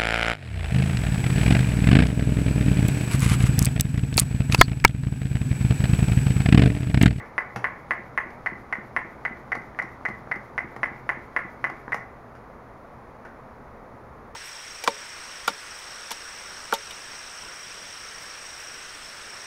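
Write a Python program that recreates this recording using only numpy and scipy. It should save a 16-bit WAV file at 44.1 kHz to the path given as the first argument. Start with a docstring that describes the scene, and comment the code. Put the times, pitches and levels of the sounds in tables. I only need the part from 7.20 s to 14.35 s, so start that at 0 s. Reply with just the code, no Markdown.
"""Hand pump on a bicycle tyre

A small pump inflates a tyre in a quiet living room, nearly four strokes a second. On each push the valve pops
and rings, with a thin hiss around it; the seal rubs along the barrel and the turn of the hand thumps the wheel.
Stroke length shapes the pops, hiss, taps and thumps. Some strokes end in a knock, listed one by one.
Then the pumping stops and fingers scuff on the pump head. Rings are decaying sines, air and grit are filtered noise."""
import sys
import numpy as np
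from scipy import signal
from scipy.fft import rfft, irfft
from scipy.io import wavfile

SR = 44100
rng = np.random.default_rng(int(sys.argv[2]) if len(sys.argv) > 2 else 0)


def store_pcm(level_fs):
    """Save levels as 16-bit WAV."""
    pcm = np.round(np.clip(level_fs, -1, 1) * 32767).astype(np.int16)
    wavfile.write(sys.argv[1], SR, np.atleast_2d(pcm).T)


N = 315315
T = np.arange(SR * 3 // 5) / SR   # time axis of every single short sound, in seconds

# The pushes of the pump. Each row: time of the valve pop in seconds,
# stroke length from 0 (short, with the pump nearly closed) to 1 (long).
PUSHES = [(-0.085, 0.087), (0.1802, 0.24), (0.443, 0.17), (0.7084, 0.13), (0.9765, .15), (1.261, 0.76),
          (1.526, 0.79), (1.7643, 0.17), (2.0512, 0.77), (2.319, 0.93), (2.5888, 0.92), (2.8521, 0.99),
          (3.114, 0.99), (3.379, 0.62), (3.6317, 0.18), (3.8917, 0.26), (4.1639, 0.15), (4.4418, 0.31),
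          (4.7209, .96)]
# Colour of sharp contact clicks. Each row: frequency in Hz, relative level in dB.
CLICK_COLOUR = [(1500, -9), (2600, 9.5), (3600, -2.5), (5000, 1), (6800, -3.5), (9500, -6.5), (12500, -14),
                (14000, -24), (16000, -24.5)]
# Colour of a short dull contact. Each row: frequency in Hz, relative level in dB.
DULL_COLOUR = [(80, -21), (250, 9), (800, -3), (1600, 3.5), (2200, -13), (3200, -65)]
# Colour of air drawn past the piston. Each row: frequency in Hz, relative density in dB per Hz.
DRAUGHT_COLOUR = [(3000, -20), (7000, 5), (9500, -1), (12000, 6), (15000, -8)]


def from_db(db):
    """Turn decibels into an amplitude factor."""
    return 10 ** (np.asarray(db) / 20)


def peak_one(x):
    """Scale to a peak of 1."""
    return x / np.abs(x).max()


def butter(x, order, hz, kind):
    """Causal Butterworth filter."""
    sos = signal.butter(order, hz, kind, fs=SR, output="sos")
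    return signal.sosfilt(sos, x + 1e-18)   # the tiny offset keeps silence from slowing the filter


def at_hz(points, hz, axis=1):
    """Read a column of a table on a log-frequency axis."""
    points = np.array(points, float)
    return np.interp(np.log(hz + 1e-9), np.log(points[:, 0]), points[:, axis])


def noise(colour, size):
    """Noise with the given colour, rms 1."""
    hz = np.arange(size // 2 + 1) * SR / size
    spectrum = rfft(rng.standard_normal(size)) * from_db(at_hz(colour, hz))
    x = irfft(spectrum, size)
    return x / x.std()


def fade(t60):
    """Exponential decay by 60 dB in t60 seconds."""
    return from_db(-60 * T / t60)


def ring(modes, scatter_db=1):
    """Struck modes (Hz, dB, t60 in s), each a little stronger or weaker on every blow."""
    out = np.zeros(len(T))
    for k, (hz, db, t60) in enumerate(modes):
        polarity = (-1) ** k
        level = from_db(db + scatter_db * rng.normal())
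        out += polarity * level * np.sin(2 * np.pi * hz * T) * fade(t60)
    return out


def add(out, s, sound):
    """Mix a sound in from time s, which may lie before the start."""
    at = round(s * SR)
    first, last = max(at, 0), min(at + len(sound), N)
    out[first:last] += sound[first - at:last - at]


def by_stroke(stroke, short, long):
    """Blend between the value (or sound) for a short stroke and that for a long one."""
    share = np.clip(stroke, 0, 1)
    return (1 - share) * short + share * long


def room_response(build_s):
    """Diffuse reverberation: bands of noise, about an octave wide, that build up and die at their own rates."""
    # Reverberation of the room. Each row: frequency in Hz, level in dB, decay time t60 in seconds.
    reverb_bands = [(125, -2, 0.92), (500, -7.5, 0.31), (1140, -1.5, 0.45), (2120, -12.5, 0.33),
                    (4000, -6.5, 0.28), (12000, -6, 0.22)]
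    edges = np.geomspace(70, 17000, 9)
    out = np.zeros(len(T))
    for low, high in zip(edges, edges[1:]):
        hz = np.sqrt(low * high)
        build_up = 1 - np.exp(-(T / build_s) ** 2)
        envelope = fade(at_hz(reverb_bands, hz, axis=2)) * build_up
        band = butter(rng.standard_normal(len(T)), order=2, hz=[low, high], kind="band")
        out += from_db(at_hz(reverb_bands, hz)) * band * envelope / np.linalg.norm(envelope)
    return out


def in_room(x, wet_db, build_s):
    """A short sound with its reverberation, a little different each time as the player moves."""
    wet = signal.fftconvolve(x, room_response(build_s))[:len(T)]
    return x + from_db(wet_db) * wet


def echoed(x, echoes, scatter_db=1.5):
    """The direct sound and its reflections, which change a little from push to push as the hands move."""
    out = x.copy()
    for delay_ms, db in echoes:
        delayed = np.interp(T - delay_ms / 1000, T, x, left=0)
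        out += from_db(db + scatter_db * rng.normal()) * delayed
    return out


def air_pulse(ring_hz, width_hz, body_db, low_hz, top_hz):
    """The pressure step at the opening valve: a rounded pulse that rings in the pump head."""
    click = signal.unit_impulse(len(T))
    head = butter(click, order=1, hz=[ring_hz - width_hz / 2, ring_hz + width_hz / 2], kind="band")
    body = butter(click, order=1, hz=low_hz, kind="high")
    rounded = butter(head + from_db(body_db) * body, order=6, hz=top_hz, kind="low")
    return -peak_one(rounded)


def singing(start_hz, end_hz, glide_s, width_hz):
    """Air sings on in the pump head, rising in pitch as the chamber shrinks; rms 1."""
    hz = end_hz + (start_hz - end_hz) * np.exp(-T / glide_s)
    # complex low-pass noise makes the tone waver in level and phase
    raw = rng.standard_normal(len(T)) + 1j * rng.standard_normal(len(T))
    flutter = butter(raw, order=2, hz=width_hz / 2, kind="low")
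    tone = np.real(flutter * np.exp(2j * np.pi * np.cumsum(hz) / SR))
    return tone / tone.std()


def valve():
    """Each push pops the valve: air rings in the head and the barrel, and the pin ticks against its seat."""
    # Strongest reflections from wheel, body and floor, on a short and on a long stroke.
    # Each row: delay in ms, level in dB.
    short_echoes = [(2.8, -15), (3.52, -14), (5.56, -1), (7.49, -7.5), (8.54, -5), (9.94, -11), (12.17, -4),
                    (18.29, -18), (26.96, -8.5)]
    long_echoes = [(1.25, -5), (2.68, -0.5), (4.03, 1.5), (6.46, -6.5), (8.88, -0.5), (10.95, 0.5),
                   (11.96, -9), (28.36, -8)]
    ring_scatter = 0.0034     # share by which the pitch of the head differs from push to push
    last_push_pitch = 0.99    # the head rings a little lower on the last push, which is not pulled back
    out = np.zeros(N)
    for k, (s, stroke) in enumerate(PUSHES, start=1):
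        pop_db = by_stroke(stroke, short=-7.5, long=-17.5)   # a short jab pops harder
        pitch = last_push_pitch if k == len(PUSHES) else 1
        detune = pitch + ring_scatter * rng.normal()

        # the sharp front edge of the pop
        snap = ring([(2260, -27.5, 0.009), (2700, -17, 0.0052)])
        short_pulse = air_pulse(ring_hz=1950 * detune, width_hz=235, body_db=-16.5, low_hz=516, top_hz=1970)
        long_pulse = air_pulse(ring_hz=2015 * detune, width_hz=171, body_db=-23.5, low_hz=500, top_hz=1930)
        # the air column in the barrel rings lower
        short_barrel = ring([(968, -11, 0.017), (1125, -11, 0.03)])
        long_barrel = ring([(655, -26.5, 0.07), (1142, -14, 0.062)])
        short_pop = echoed(short_pulse, short_echoes) + short_barrel
        long_pop = from_db(1) * echoed(long_pulse, long_echoes) + long_barrel
        pop = from_db(pop_db) * (by_stroke(stroke, short_pop, long_pop) + snap)

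        pin_db = by_stroke(stroke, short=-37, long=-38.5)
        pin_envelope = fade(0.026) * (1 - np.exp(-T / 0.002))
        pin_tick = from_db(pin_db) * noise(CLICK_COLOUR, len(T)) * pin_envelope

        song = singing(start_hz=2027 * detune, end_hz=2170 * detune, glide_s=0.0593, width_hz=270)
        song = from_db(pop_db - 33.5) * song * fade(0.65)
        add(out, s, in_room(pop + pin_tick, wet_db=-1.0, build_s=0.0091) + song)
    return out


def whistles(lead_s=0.037, crest_s=0.051, width_s=0.02):
    """Pressure builds before each pop and peaks just after it, forcing a thin hiss through the valve."""
    out = np.zeros(N)
    swell = np.exp(-((T - crest_s) / width_s) ** 2 / 2)
    for s, stroke in PUSHES:
        whistle = butter(rng.standard_normal(len(T)), order=2, hz=[9200, 10200], kind="band")
        draught = noise(DRAUGHT_COLOUR, len(T))
        air = from_db(8) * whistle / whistle.std() + from_db(-5.5) * draught
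        whistle_db = by_stroke(stroke, short=-73, long=-86.5)   # a short jab hisses harder
        add(out, s - lead_s, from_db(whistle_db) * air * swell)
    return out


def thumps():
    """The turn of the stroke shoves the tyre: a few cycles of low, soft sound."""
    # What the shoved tyre rings with. Each row: frequency in Hz, level in dB, decay time t60 in seconds.
    tyre_modes = [(128, -8, 0.03), (214.5, -1, 0.052), (350, -1.5, 0.041)]
    growth_s = 0.67   # the thumps grow over the first strokes as the arm gets into its swing
    out = np.zeros(N)
    for s, stroke in PUSHES[:-1]:
        swing = 1 - np.exp(-((s - PUSHES[0][0]) / growth_s) ** 2)
        soft_onset = 1 - np.exp(-T / 0.0018)
        thump = swing * peak_one(ring(tyre_modes, scatter_db=2) * soft_onset)
        level_db = by_stroke(stroke, short=-32, long=-29.5)
        # the hand turns round soon after the pop, sooner on a long stroke
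        delay_s = by_stroke(stroke, short=0.09, long=0.048)
        add(out, s + delay_s, in_room(from_db(level_db) * thump, wet_db=-0.5, build_s=0.0048))
    return out


def contact(click_db, rattle_t60):
    """A hard contact: a click, the ring of the pump and a short rattle of loose parts."""
    # What the knocked pump rings with. Each row: frequency in Hz, level in dB, decay time t60 in seconds.
    pump_modes = [(463, -7.5, 0.036), (793, -1.5, 0.037), (1100, -2, 0.031), (1400, 1, 0.013),
                  (1864, -4.5, 0.031), (2170, -7.5, 0.036)]
    click_envelope = fade(0.034) + 0.64 * fade(rattle_t60)
    click = from_db(click_db) * noise(CLICK_COLOUR, len(T)) * click_envelope
    rattle = from_db(-12) * noise(DULL_COLOUR, len(T)) * fade(rattle_t60)
    body = 1.78 * peak_one(ring(pump_modes)) + rattle
    return in_room(body + click, wet_db=0.5, build_s=0.0062)


def knocks():
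    """The piston hits its stop at the end of its travel and the wheel thuds under it."""
    # Each row: start in seconds, level in dB, thud level relative to the knock in dB, rattle t60 in seconds.
    knock_rows = [(0.3605, -20.5, 2, 0.13), (2.352, -24, -10, 0.03), (2.6227, -27, -8, .038),
                  (2.886, -26, 0, 0.046), (3.1578, -30, -14, 0.036), (3.5631, -28, -3, 0.047),
                  (4.4991, -28, -20, 0.039), (4.744, -19.5, -10, 0.034)]
    # What the wheel thuds with. Each row: frequency in Hz, level in dB, decay time t60 in seconds.
    wheel_modes = [(119.6, -13.5, 0.36), (200, -12.5, 0.15)]
    click_growth = 0.32   # a harder knock clicks more brightly: dB of click per dB of knock
    out = np.zeros(N)
    hardest_db = np.array(knock_rows)[:, 1].max()
    for s, db, thud_db, rattle_t60 in knock_rows:
        hit = contact(click_db=-22.0 + click_growth * (db - hardest_db), rattle_t60=rattle_t60)
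        thud = from_db(thud_db) * ring(wheel_modes)
        add(out, s, from_db(db) * (hit + thud))
    return out


def sliding():
    """The seal rubs along the barrel, most where the piston is fastest; the working pump rumbles."""
    turn_s, rest_s = 0.07, 0.2   # the piston turns this long after each pop; it comes to rest this long after the last
    t = np.arange(N) / SR
    pops = np.array(PUSHES)[:, 0]
    cycle = np.interp(t - turn_s, pops, np.arange(len(pops)))
    speed = np.abs(np.sin(2 * np.pi * cycle))   # highest in the middle of push and pull
    working = np.clip(1 - (t - pops[-1]) / rest_s, 0, 1)
    rub_colour = [(1500, -10), (3000, 1.5), (5200, -1), (7000, -4.5), (10000, -10.5), (15000, -19)]
    rumble_colour = [(40, -32.5), (90, -39.5), (125, 2.5), (170, -15.0), (230, -9.0), (600, -14.0),
                     (1500, -15.5), (3000, -59)]
    rub = from_db(-70.5) * noise(rub_colour, N) * (0.57 + 0.54 * speed)
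    rumble = from_db(-51.5) * noise(rumble_colour, N)
    return working * (rub + rumble)


def taps():
    """On a long stroke the rubber seal seats just before the pop: a dull tap that hardly rings."""
    lead_s, rise_db_per_s = 0.041, 4.5   # the taps get harder as the tyre fills
    out = np.zeros(N)
    for s, stroke in PUSHES:
        db = by_stroke(stroke, short=-81, long=-42.5) + rise_db_per_s * s
        dull_burst = noise(DULL_COLOUR, len(T)) * fade(0.014)
        tap = peak_one(butter(dull_burst, order=4, hz=1800, kind="low"))
        add(out, s - lead_s, in_room(from_db(db) * tap, wet_db=1.5, build_s=0.0067))
    return out


def ticks():
    """Between one push and the next the piston ticks faintly in the barrel as it starts back."""
    jitter_s, level_db, scatter_db = 0.012, -45, 2.5
    out = np.zeros(N)
    for s, stroke in PUSHES[:-1]:
        delay_s = by_stroke(stroke, short=0.135, long=0.1) + jitter_s * rng.normal()
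        level = from_db(level_db + scatter_db * rng.normal())
        add(out, s + delay_s, level * contact(click_db=-22, rattle_t60=0.032))
    return out


def intake():
    """Each pull sucks a soft puff of fresh air past the piston."""
    level_db, width_s = -73, 0.016
    t = np.arange(N) / SR
    flow = np.zeros(N)
    for s, stroke in PUSHES[:-1]:
        crest_s = s + by_stroke(stroke, short=0.165, long=0.135)
        flow += np.exp(-((t - crest_s) / width_s) ** 2 / 2)
    return from_db(level_db) * noise(DRAUGHT_COLOUR, N) * flow


def scuffs():
    """A finger lands on the pump head and drags: a small knock, then grit with a faint rasp above it."""
    # Each row: start in seconds, level in dB, rasp level relative to the scuff in dB.
    scuff_rows = [(5.151, -39, -22.5), (6.0504, -27, -32.5)]
    out = np.zeros(N)
    for s, db, rasp_db in scuff_rows:
        touch = ring([(1520, -11, 0.069), (820, -13, 0.03)])
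        grit = rng.standard_normal(len(T)) * fade(0.21)
        bright_grit = butter(grit, order=2, hz=[1450, 1950], kind="band")
        dark_grit = butter(grit, order=4, hz=1310, kind="low")
        drag = peak_one(bright_grit + from_db(-1.0) * dark_grit)
        rasp = from_db(rasp_db) * noise(CLICK_COLOUR, len(T)) * fade(0.14)
        scuff = from_db(db) * (touch + from_db(-6) * drag + rasp)
        add(out, s, in_room(scuff, wet_db=0, build_s=0.01))
    return out


def background():
    """Steady dull room noise, a little mains hum and microphone hiss."""
    # Colour of the room noise. Each row: frequency in Hz, relative density in dB per Hz.
    room_colour = [(20, -2.5), (70, 4), (95, -1.5), (125, 3.5), (165, -2.5), (230, 1.5), (310, -4),
                   (480, -0.5), (1200, -3), (1600, -12), (2000, -13), (2500, -23), (3100, -40.5),
                   (4500, -46.5)]
    # Colour of the microphone hiss. 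Each row: frequency in Hz, relative density in dB per Hz.
    hiss_colour = [(1000, 0.5), (3500, 1), (5000, -1.5), (7000, -3.5), (10000, -7), (13000, -12),
                   (15500, -19.5)]
    room_db, hum_db, hiss_db = -45, -61.5, -69.5   # rms levels
    hum_hz = 117.7
    hum = np.sqrt(2) * np.sin(2 * np.pi * hum_hz * np.arange(N) / SR)   # rms 1
    room = from_db(room_db) * noise(room_colour, N)
    hiss = from_db(hiss_db) * noise(hiss_colour, N)
    return room + from_db(hum_db) * hum + hiss


def scene():
    """Pump and room, heard in mono."""
    pump_air = valve() + whistles() + intake()
    pump_contacts = knocks() + ticks() + taps() + thumps() + scuffs()
    return (pump_air + pump_contacts + sliding() + background())[None]


def record(dry, notch_hz=7950, notch_q=4.0, notch_depth=0.83, cutoff_hz=15830):
    """The microphone has a hollow in the treble; the top is cut steeply."""
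    notched = signal.lfilter(*signal.iirnotch(notch_hz, notch_q, SR), dry)
    coloured = dry + notch_depth * (notched - dry)
    top_cut = signal.ellip(10, 0.1, 70, cutoff_hz, fs=SR, output="sos")   # 0.1 dB ripple, 70 dB rejection
    return signal.sosfilt(top_cut, coloured)


dry = scene()
out = record(dry)
store_pcm(out)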